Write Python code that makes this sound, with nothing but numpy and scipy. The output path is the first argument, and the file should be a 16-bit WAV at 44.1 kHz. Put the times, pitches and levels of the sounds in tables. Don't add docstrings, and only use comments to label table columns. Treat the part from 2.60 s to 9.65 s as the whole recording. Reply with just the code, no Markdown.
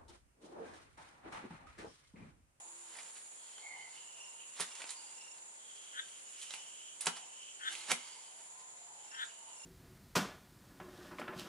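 import sys
import numpy as np
from scipy import signal
from scipy.fft import rfft, irfft, next_fast_len
from scipy.io import wavfile
from scipy.ndimage import map_coordinates

SR = 44100
rng = np.random.default_rng(int(sys.argv[2]) if len(sys.argv) > 2 else 0)


def transcribe(signal):
    frames = np.atleast_2d(signal).T
    limited = np.clip(frames, -1, 1)
    pcm = np.round(limited * 32767).astype(np.int16)
    wavfile.write(sys.argv[1], SR, pcm)


def natural_amplitude(level_db):
    exponent = np.asarray(level_db, float) / 20
    return 10 ** exponent


N = 310905
T = np.arange(N) / SR
SLOW = T[::32]


def unit(x):
    return x / np.sqrt(np.mean(x ** 2) + 1e-20)


def along(points, hz):
    f, v = np.transpose(points)
    return np.interp(np.log(hz + 1), np.log(f + 1), v)


def curves(rows):
    s, *cols = np.transpose(rows)
    return [np.interp(T, s, c) for c in cols]


def sounding(rows, fade):
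    return np.clip(np.minimum(T - rows[0][0], rows[-1][0] - T) / fade, 0, 1)


def swells(rows):
    s, db, rise, fall, value = np.transpose(rows)[..., None]
    below_peak_db = 20 * np.maximum((s - SLOW) / rise, (SLOW - s) / fall)
    gain = natural_amplitude(np.maximum(db - below_peak_db, -300))
    total = gain.sum(0)
    return np.interp(T, SLOW, total), np.interp(T, SLOW, (gain * value).sum(0) / total)


def wobble(rate):
    knots = rng.standard_normal(int(N * rate / SR) + 4)
    return np.interp(T, SLOW, map_coordinates(knots, [SLOW * rate]))


def filtered(x, response):
    m = next_fast_len(x.shape[-1] + 8192)
    spectrum = rfft(x, m) * response(np.fft.rfftfreq(m, 1 / SR))
    return irfft(spectrum, m)[..., :x.shape[-1]]


def modes(table):
    def response(f):
        return sum((-1) ** k * natural_amplitude(db) * 1j * f * w / (c * c - f * f + 1j * f * w)
                   for k, (c, w, db) in enumerate(table))
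    return response


def grit(shape, spread_db):
    return unit(rng.standard_normal(shape) * natural_amplitude(spread_db * rng.standard_normal(shape)))


# edges [Hz], and each band's octaves from 4.5 kHz
BAND_EDGES_HZ, BAND_OCTAVES = [0, 700, 2000, 6000, SR], [-3, -2, 0, 1]


def tilted(x, tilt_db):
    edges = zip(BAND_EDGES_HZ, BAND_EDGES_HZ[1:])
    bands = filtered(x, lambda hz: np.array([(hz >= lo) & (hz < hi) for lo, hi in edges]))
    return sum(natural_amplitude(o * tilt_db) * band for o, band in zip(BAND_OCTAVES, bands))


# (frequency [Hz], relative level [dB per Hz])
RIND_COLOUR = [(90, -53), (160, -16.5), (400, -9.5), (1000, -2), (3000, 1), (6000, -3), (9000, -2),
               (11500, -5.5)]
# (time [s], level before flutter and tilt [dB])
CONTACT = [(0, -67), (.7, -68), (.9, -63), (1.3, -65), (1.9, -66), (2.5, -61), (2.9, -68), (3.4, -61),
           (3.7, -63), (4.05, -62), (4.3, -66), (4.65, -63), (4.95, -68), (5.5, -61), (5.7, -64),
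           (6.15, -68), (7.05, -64)]
CONTACT_TILT_DB = 1.2
# (peak time [s], level [dB], 20 dB rise [s], 20 dB fall [s], brightness [dB per octave])
STROKES = [(.38, -56, .15, .25, -2), (.57, -62, .04, .1, 0), (1.36, -63, .08, .1, 1),
           (2.015, -39.5, .04, .055, -1.5), (2.2, -52.5, .15, .09, 0), (2.3, -53, .04, .07, 2),
           (3.83, -54, .07, .08, 5), (3.945, -53, .05, .05, 2), (4.418, -49, .02, .035, 1),
           (4.478, -37, .03, .025, -3), (4.57, -49, .04, .04, -1), (5.14, -49, .11, .22, 1.5),
           (5.32, -34.5, .04, .035, -2.5), (5.43, -60, .08, .2, 0), (6.64, -60, .2, .1, 0)]


def rasp():
    strokes, stroke_tilt_db = swells(STROKES)
    resting = natural_amplitude(curves(CONTACT)[0])
    tilt_db = (strokes * stroke_tilt_db + resting * CONTACT_TILT_DB) / (strokes + resting)
    tearing = unit(filtered(grit(N, spread_db=3.5), lambda hz: natural_amplitude(along(RIND_COLOUR, hz))))
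    return (strokes + resting) * natural_amplitude(1.94 * wobble(70)) * tilted(tearing, tilt_db)


def small_body(x):
    return filtered(x, lambda hz: (1j * hz / (120 + 1j * hz)) ** 3)


# (time [s], level before colouring [dB], treble tilt [dB per octave], crunch [dB], flap ring [Hz])
SNAPS = [(0.353, -47, 0, -12, 2000), (0.368, -50, 5, -12, 9000), (0.386, -43.5, -1, -10, 2210),
         (0.4294, -48, 1, -10, 7100), (0.5744, -56, 1, -4, 7000), (0.98, -55, -5.5, -6.5, 3080),
         (1.9976, -38, 6, -8, 1325), (2.0049, -33.5, 3, -6.5, 9700), (2.1519, -46.5, 2, -9, 6750),
         (2.2042, -49, -4, -5.5, 942), (2.2184, -38.5, -1, -7.5, 2650), (2.2404, -44.5, -3.5, -9, 2810),
         (2.2915, -41, 0.5, -6, 4050), (2.305, -40.5, 2, -6, 9000), (3.8143, -49.5, 9, -2.5, 3146),
         (3.9065, -39, 0, -9, 3804), (3.9373, -34.5, -1, -11.5, 2710), (4.4079, -39.5, 6.5, -3.5, 9800),
         (4.4574, -41.5, 5.5, -0.5, 9070), (4.4683, -19.5, 1, -9.5, 1390), (4.5627, -53, 2, -4, 8660),
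         (4.57, -51, -2, -6, 1000), (5.1517, -38.5, 3, -13, 2700), (5.3012, -42, -3, -9, 5700),
         (5.3073, -34, 5, -15, 6140), (5.3153, -23, 6.5, -11, 2194)]


def snaps():
    cracks, t = np.zeros(N + SR), np.arange(SR // 5) / SR
    for s, db, tilt_db, crunch_db, ring_hz in SNAPS:
        crack = t / 0.0017 * np.exp(1 - t / 0.0012)
        crunch = natural_amplitude(crunch_db - 60 * t / 0.1) * (1 - np.exp(-t / 0.00087))
        flap = modes([(ring_hz, .2 * ring_hz, 7)])

        def colour(hz):
            lean_db = tilt_db * np.take(BAND_OCTAVES, np.searchsorted(BAND_EDGES_HZ[1:], hz))
            return natural_amplitude(along(RIND_COLOUR, hz) + lean_db) * (1 + flap(hz))

        burst = (crack + crunch) * rng.standard_normal(len(t))
        cracks[round(s * SR):][:len(t)] += natural_amplitude(db) * filtered(burst, colour)
    return small_body(cracks[:N])


# (time [s], level before the modes [dB])
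JOLTS = [(1.9976, -50), (2.0049, -59), (4.4683, -42.5), (5.3073, -52), (5.3153, -43)]
# (frequency [Hz], mean relative level [dB], t60 [s])
FRUIT_MODES = [(176.6, 4, 0.13), (242, -3.5, 0.18), (409.6, 7.5, 0.068), (497, 7.5, 0.054), (755, 5, 0.065),
               (950, 21, 0.023), (1338, 18, 0.02)]


def jolts():
    thuds, t = np.zeros(N + SR), np.arange(SR // 5) / SR
    for s, db in JOLTS:
        thud = sum(natural_amplitude(level + rng.normal(0, 1.4) - 60 * t / t60) * np.sin(2 * np.pi * hz * t)
                   for hz, level, t60 in FRUIT_MODES)
        thuds[round(s * SR):][:len(t)] += natural_amplitude(db) * thud * (1 - np.exp(-t / 0.0021))
    return small_body(thuds[:N])


def hoarse(gain, hz, width_hz):
    noise = rng.standard_normal((2, N))
    a, b = filtered(noise, lambda f: 1 / (1 + (2 * f / width_hz) ** 2))
    phase = 2 * np.pi * np.cumsum(hz) / SR
    return gain * natural_amplitude(1.5 * wobble(30)) * unit(a * np.cos(phase) + b * np.sin(phase))


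# (time [s], level before flutter [dB], centre [Hz])
DEEP_WHINE = [(2.95, -76, 3250), (3.03, -67, 3250), (3.2, -62.5, 3160), (3.4, -61, 3150), (3.65, -67, 2950),
              (3.9, -58, 2950), (4.08, -61.5, 2950), (4.28, -59, 3050), (4.41, -70, 3100),
              (4.54, -56, 3050), (4.68, -68, 2880), (4.85, -56.5, 2970), (4.99, -67, 2990),
              (5.1, -54, 3020), (5.22, -62, 3000), (5.35, -59, 3080), (5.9, -76, 3050)]
DEEP_OCTAVE_DB = -6
# (peak time [s], level [dB], 20 dB rise [s], 20 dB fall [s], centre [Hz])
HISS = [(.88, -68, .2, .5, 4300), (1.34, -70, .4, .3, 4550), (2.37, -60.5, .05, .3, 4720),
        (5.2, -60, .2, .2, 4150), (5.53, -65, .4, .4, 4750)]


def blade():
    deep_db, deep_hz = curves(DEEP_WHINE)
    gain = natural_amplitude(deep_db) * sounding(DEEP_WHINE, fade=.03)
    deep = hoarse(gain, deep_hz, width_hz=520)
    overtone = natural_amplitude(DEEP_OCTAVE_DB) * hoarse(gain, 2 * deep_hz, width_hz=1100)
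    return deep + overtone + hoarse(*swells(HISS), width_hz=650)


# (peak time [s], level [dB], 20 dB rise [s], 20 dB fall [s], centre [Hz])
WHINING_NOTES = [(.3, -69, .1, .3, 3050), (.83, -65, .1, .15, 3230), (.97, -63.5, .07, .17, 3200),
                 (1.17, -63, .1, .2, 2966), (1.37, -58, .05, .22, 2945), (1.6, -57, .12, .17, 2820),
                 (1.81, -57, .09, .2, 2840), (2.19, -66, .2, .2, 2760), (2.4, -64, .12, .2, 2850),
                 (2.6, -66.5, .2, .5, 2770), (6.4, -70, .3, .3, 3100), (6.7, -64, .08, .2, 2920),
                 (6.9, -66.5, .15, .15, 2950)]


def whining_notes():
    return hoarse(*swells(WHINING_NOTES), width_hz=330)


# (peak time [s], level [dB], 20 dB rise [s], 20 dB fall [s], centre [Hz])
BIRD_SQUEAKS = [(1.045, -56, .04, .2, 2200), (1.14, -56.5, .12, .25, 2090), (1.26, -60, .2, .09, 2085),
                (5.1, -61, .05, .3, 2080), (5.38, -63, .3, .3, 2170)]


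def bird_squeaks():
    return hoarse(*swells(BIRD_SQUEAKS), width_hz=130)


UPPER_HZ = (2850, 3500)
UPPER_DB = (-3, 1.5, 0)
CROAK_RISE_DB, CROAK_LAST_DB = 22, 8
CROAK_CUT_S = .013


def croak(s, db, build):
    low, high = UPPER_HZ
    return [(s - build - .005, -120, UPPER_DB[0], low),
            (s - build, db - CROAK_RISE_DB, UPPER_DB[0], low),
            (s - build / 4, db - CROAK_LAST_DB, UPPER_DB[1], high - (high - low) / 5),
            (s, db, UPPER_DB[2], high),
            (s + 4 * CROAK_CUT_S, db - 80, UPPER_DB[2], high)]


# (peak time [s], vocal sac level before placing [dB], build-up [s])
CROAKS = [(3.398, -39, .065), (5.085, -35.5, .09), (6.635, -37, .12)]
# (frequency [Hz], width [Hz], relative level [dB])
SAC = [(1410, 390, 1), (1774, 630, 0)]
PULSES_HZ = 255


def frog():
    db, upper_db, upper_hz = curves([row for call in CROAKS for row in croak(*call)])
    cycle = np.cumsum(PULSES_HZ * (1 + .06 * wobble(100))) / SR
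    pulses = np.diff(np.floor(cycle), prepend=0) * natural_amplitude(2 * wobble(200))
    source = unit(pulses) + .2 * rng.standard_normal(N)
    upper = 0
    for hz in (2800, 3150, 3500):
        ring = unit(filtered(source, lambda f: modes([(hz, 620, 0)])(f) ** 4))
        upper = upper + np.clip(1 - np.abs(upper_hz - hz) / 450, 0, 1) * ring
    sac = unit(filtered(source, lambda f: modes(SAC)(f) ** 2))
    return natural_amplitude(db) * (sac + natural_amplitude(upper_db) * upper)


# (start [s], length [s], second partial's peak level [dB], first partial over second [dB])
TRILLS = [(1.46, .26, -58, 3), (2.04, .14, -55.5, 3), (2.53, .24, -58, 1), (6.43, .18, -55.5, -1),
          (6.92, .2, -58, 1)]
CRICKET_HZ = 2780


def cricket():
    first, second = np.zeros((2, N))
    for s, length, db, first_db in TRILLS:
        chop = np.sin(np.pi * 29.3 * (SLOW - s)) ** 4
        swell = np.abs(np.sin(np.pi * np.clip((SLOW - s) / length, 0, 1))) ** .4
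        gain = natural_amplitude(db) * np.interp(T, SLOW, swell * chop)
        first, second = first + natural_amplitude(first_db) * gain, second + gain
    phase = 2 * np.pi * np.cumsum(CRICKET_HZ * (1 + 0.00837 * wobble(120))) / SR
    return natural_amplitude(3.1 * wobble(25.04)) * (first * np.sin(phase) + second * np.sin(2 * phase))


# (time [s], level before flutter [dB])
GROAN = [(0, -62), (.17, -73), (.37, -65), (.7, -82), (1.16, -62), (1.4, -73), (1.65, -70), (2, -78),
         (2.22, -64), (2.45, -68), (2.8, -71), (3.1, -79), (3.82, -90), (3.93, -67), (4.3, -84), (4.5, -62),
         (4.64, -63), (4.85, -85), (5.12, -67), (5.7, -69), (6.14, -72), (6.34, -63.5), (6.66, -72),
         (6.95, -67), (7.05, -70)]
GROAN_HZ = 905


def groan():
    return hoarse(natural_amplitude(curves(GROAN)[0]), GROAN_HZ * (1 + .04 * wobble(6)), width_hz=254)


def tones(tables, partials, waver):
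    out = np.zeros(N)
    for rows in tables:
        fade = sounding(rows, fade=.06)
        on = fade > 0
        hz, db = curves(rows)
        phase = 2 * np.pi * np.cumsum((hz * (1 + waver * wobble(25)))[on]) / SR
        stack = sum(natural_amplitude(level + 3.5 * wobble(10)[on]) * np.sin(k * phase) for k, level in partials)
        out[on] += natural_amplitude(db[on]) * fade[on] * stack
    return out


# (start [s], time to the top [s], time after it [s], top pitch [Hz], top level before partials [dB])
DRONES = [(.87, .25, .5, 143.5, -86), (5.58, .4, 1.2, 147, -83)]
# (multiple of the pitch, mean relative level [dB])
DRONE_TONES = [(1, -3.5), (2, -11), (3, -8), (4, -11.5), (5, 11.5), (6, -10), (7, 9)]
DRONE_START_HZ, DRONE_SAG_HZ_PER_S = 117, 19
DRONE_RISE_DB, DRONE_FADE_DB_PER_S = 12, 4


def drone():
    tables = [[(s, DRONE_START_HZ, db - DRONE_RISE_DB),
               (s + up, hz, db),
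               (s + up + down, hz - DRONE_SAG_HZ_PER_S * down, db - DRONE_FADE_DB_PER_S * down)]
              for s, up, down, hz, db in DRONES]
    return tones(tables, DRONE_TONES, waver=0.00603)


# (start [s], length [s], mean pitch [Hz], level at its end before fade and flutter [dB])
COOS = [(0, .34, 338, -72), (4.99, .31, 335, -72)]
COO_SWELL_DB = 11


def coo():
    tables = [[(s, hz, db - COO_SWELL_DB), (s + length, hz, db)] for s, length, hz, db in COOS]
    return tones(tables, [(1, 0)], waver=0.019)


# (frequency [Hz], correlation)
ALIKE = [(60, 1), (130, 0.67), (270, -0.11), (2500, -0.77), (5300, -0.46), (11000, -0.11)]
# (frequency [Hz], level [dB])
LEAN = [(100, 0.16), (600, -1.6), (3000, 0.68), (11000, -2.3)]


def wide(colour):
    size = next_fast_len(N)
    hz = np.fft.rfftfreq(size, 1 / SR)
    turn = np.arccos(np.clip(along(ALIKE, hz), -1, 1)) / 2
    noise = rng.standard_normal((2, len(hz))) + 1j * rng.standard_normal((2, len(hz)))
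    mid, side = noise * colour(hz) * [np.cos(turn), np.sin(turn)]
    tilt = natural_amplitude(np.outer([.5, -.5], along(LEAN, hz)))
    return unit(irfft(np.array([mid + side, mid - side]) * tilt, size)[:, :N])


# (time [s], low singers [dB], middle singers [dB], high singers [dB])
CHORUS = [(0, -54.5, -65, -62), (.5, -55.5, -61, -59.5), (.95, -55, -64, -63), (1.2, -56, -64, -74),
          (1.8, -54.5, -63, -63), (2.4, -55, -60, -64), (2.9, -55.5, -61.5, -76), (3.5, -55.5, -66, -62),
          (4.0, -55, -62, -63), (4.4, -55, -63, -66), (4.8, -56, -62, -78), (5.2, -55, -61, -72),
          (5.85, -56.5, -68, -61), (6.2, -56, -72, -75), (6.7, -55.5, -70, -68), (7.05, -55.5, -64, -62)]
# (frequency [Hz], width [Hz], relative level [dB])
SONGS = [
    [(6975, 610, 4), (7870, 450, -1.5)],
    [(8690, 650, 0)],
    [(9490, 380, 0)],
]


def insects():
    out = 0
    for db, song in zip(curves(CHORUS), SONGS):
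        flutter_db = 0.43 * wobble(6.5) + 1.13 * wobble(60)
        out = out + natural_amplitude(db + flutter_db) * wide(lambda hz: np.abs(modes(song)(hz)) ** 2)
    return out


# (frequency [Hz], relative level [dB per Hz])
AIR_COLOUR = [(20, -38), (100, -25), (550, -8), (900, -11), (1500, -10.5), (2800, -13), (5600, -18.5),
              (6900, -6), (8200, -11), (9800, -11), (11500, -19)]
AIR_DB = -58


def air():
    return natural_amplitude(AIR_DB + 0.23 * wobble(5)) * wide(lambda hz: natural_amplitude(along(AIR_COLOUR, hz)))


# (frequency [Hz], t60 [s])
YARD = [(300, 0.28), (2000, 0.21), (10000, 0.18)]


def yard(x):
    hz, t, z = signal.stft(rng.standard_normal((2, SR // 3)), SR, nperseg=256)
    decay = natural_amplitude(-60 * t / along(YARD, hz)[:, None])
    tail = signal.istft(z * decay, SR, nperseg=256)[1]
    delayed = np.pad(x, (130, 0))[None]
    return signal.oaconvolve(delayed, tail / np.linalg.norm(tail[0]), axes=1)[:, :N]


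def late(x, samples):
    return filtered(x, lambda hz: np.exp(-2j * np.pi * hz * samples / SR))


def placed(x, left_db, right_late, yard_db):
    direct = np.array([natural_amplitude(left_db / 2) * x, natural_amplitude(-left_db / 2) * late(x, right_late)])
    return direct + natural_amplitude(yard_db) * yard(x)


def scene():
    knife = placed(rasp() + snaps(), left_db=-4.5, right_late=0.89, yard_db=-5)
    fruit = placed(jolts(), left_db=-1.0, right_late=1.9, yard_db=-11)
    hoarse_sounds = blade() + whining_notes() + bird_squeaks() + groan()
    hoarse_side = placed(hoarse_sounds, left_db=-3.0, right_late=2.8, yard_db=-2.5)
    pond = placed(frog(), left_db=3.5, right_late=18, yard_db=-9)
    grass = placed(cricket(), left_db=-1.2, right_late=3, yard_db=-4)
    far = placed(drone() + coo(), left_db=-0.5, right_late=10.4, yard_db=-2.5)
    return knife + fruit + hoarse_side + pond + grass + far + insects() + air()


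def roll_off(x):
    return signal.sosfilt(signal.butter(12, 11690, fs=SR, output="sos"), x)


def record(dry):
    mix = filtered(dry, lambda hz: 1 / (1 + (hz / 11080) ** 300))
    return roll_off(mix)


dry = scene()
out = record(dry)
transcribe(out)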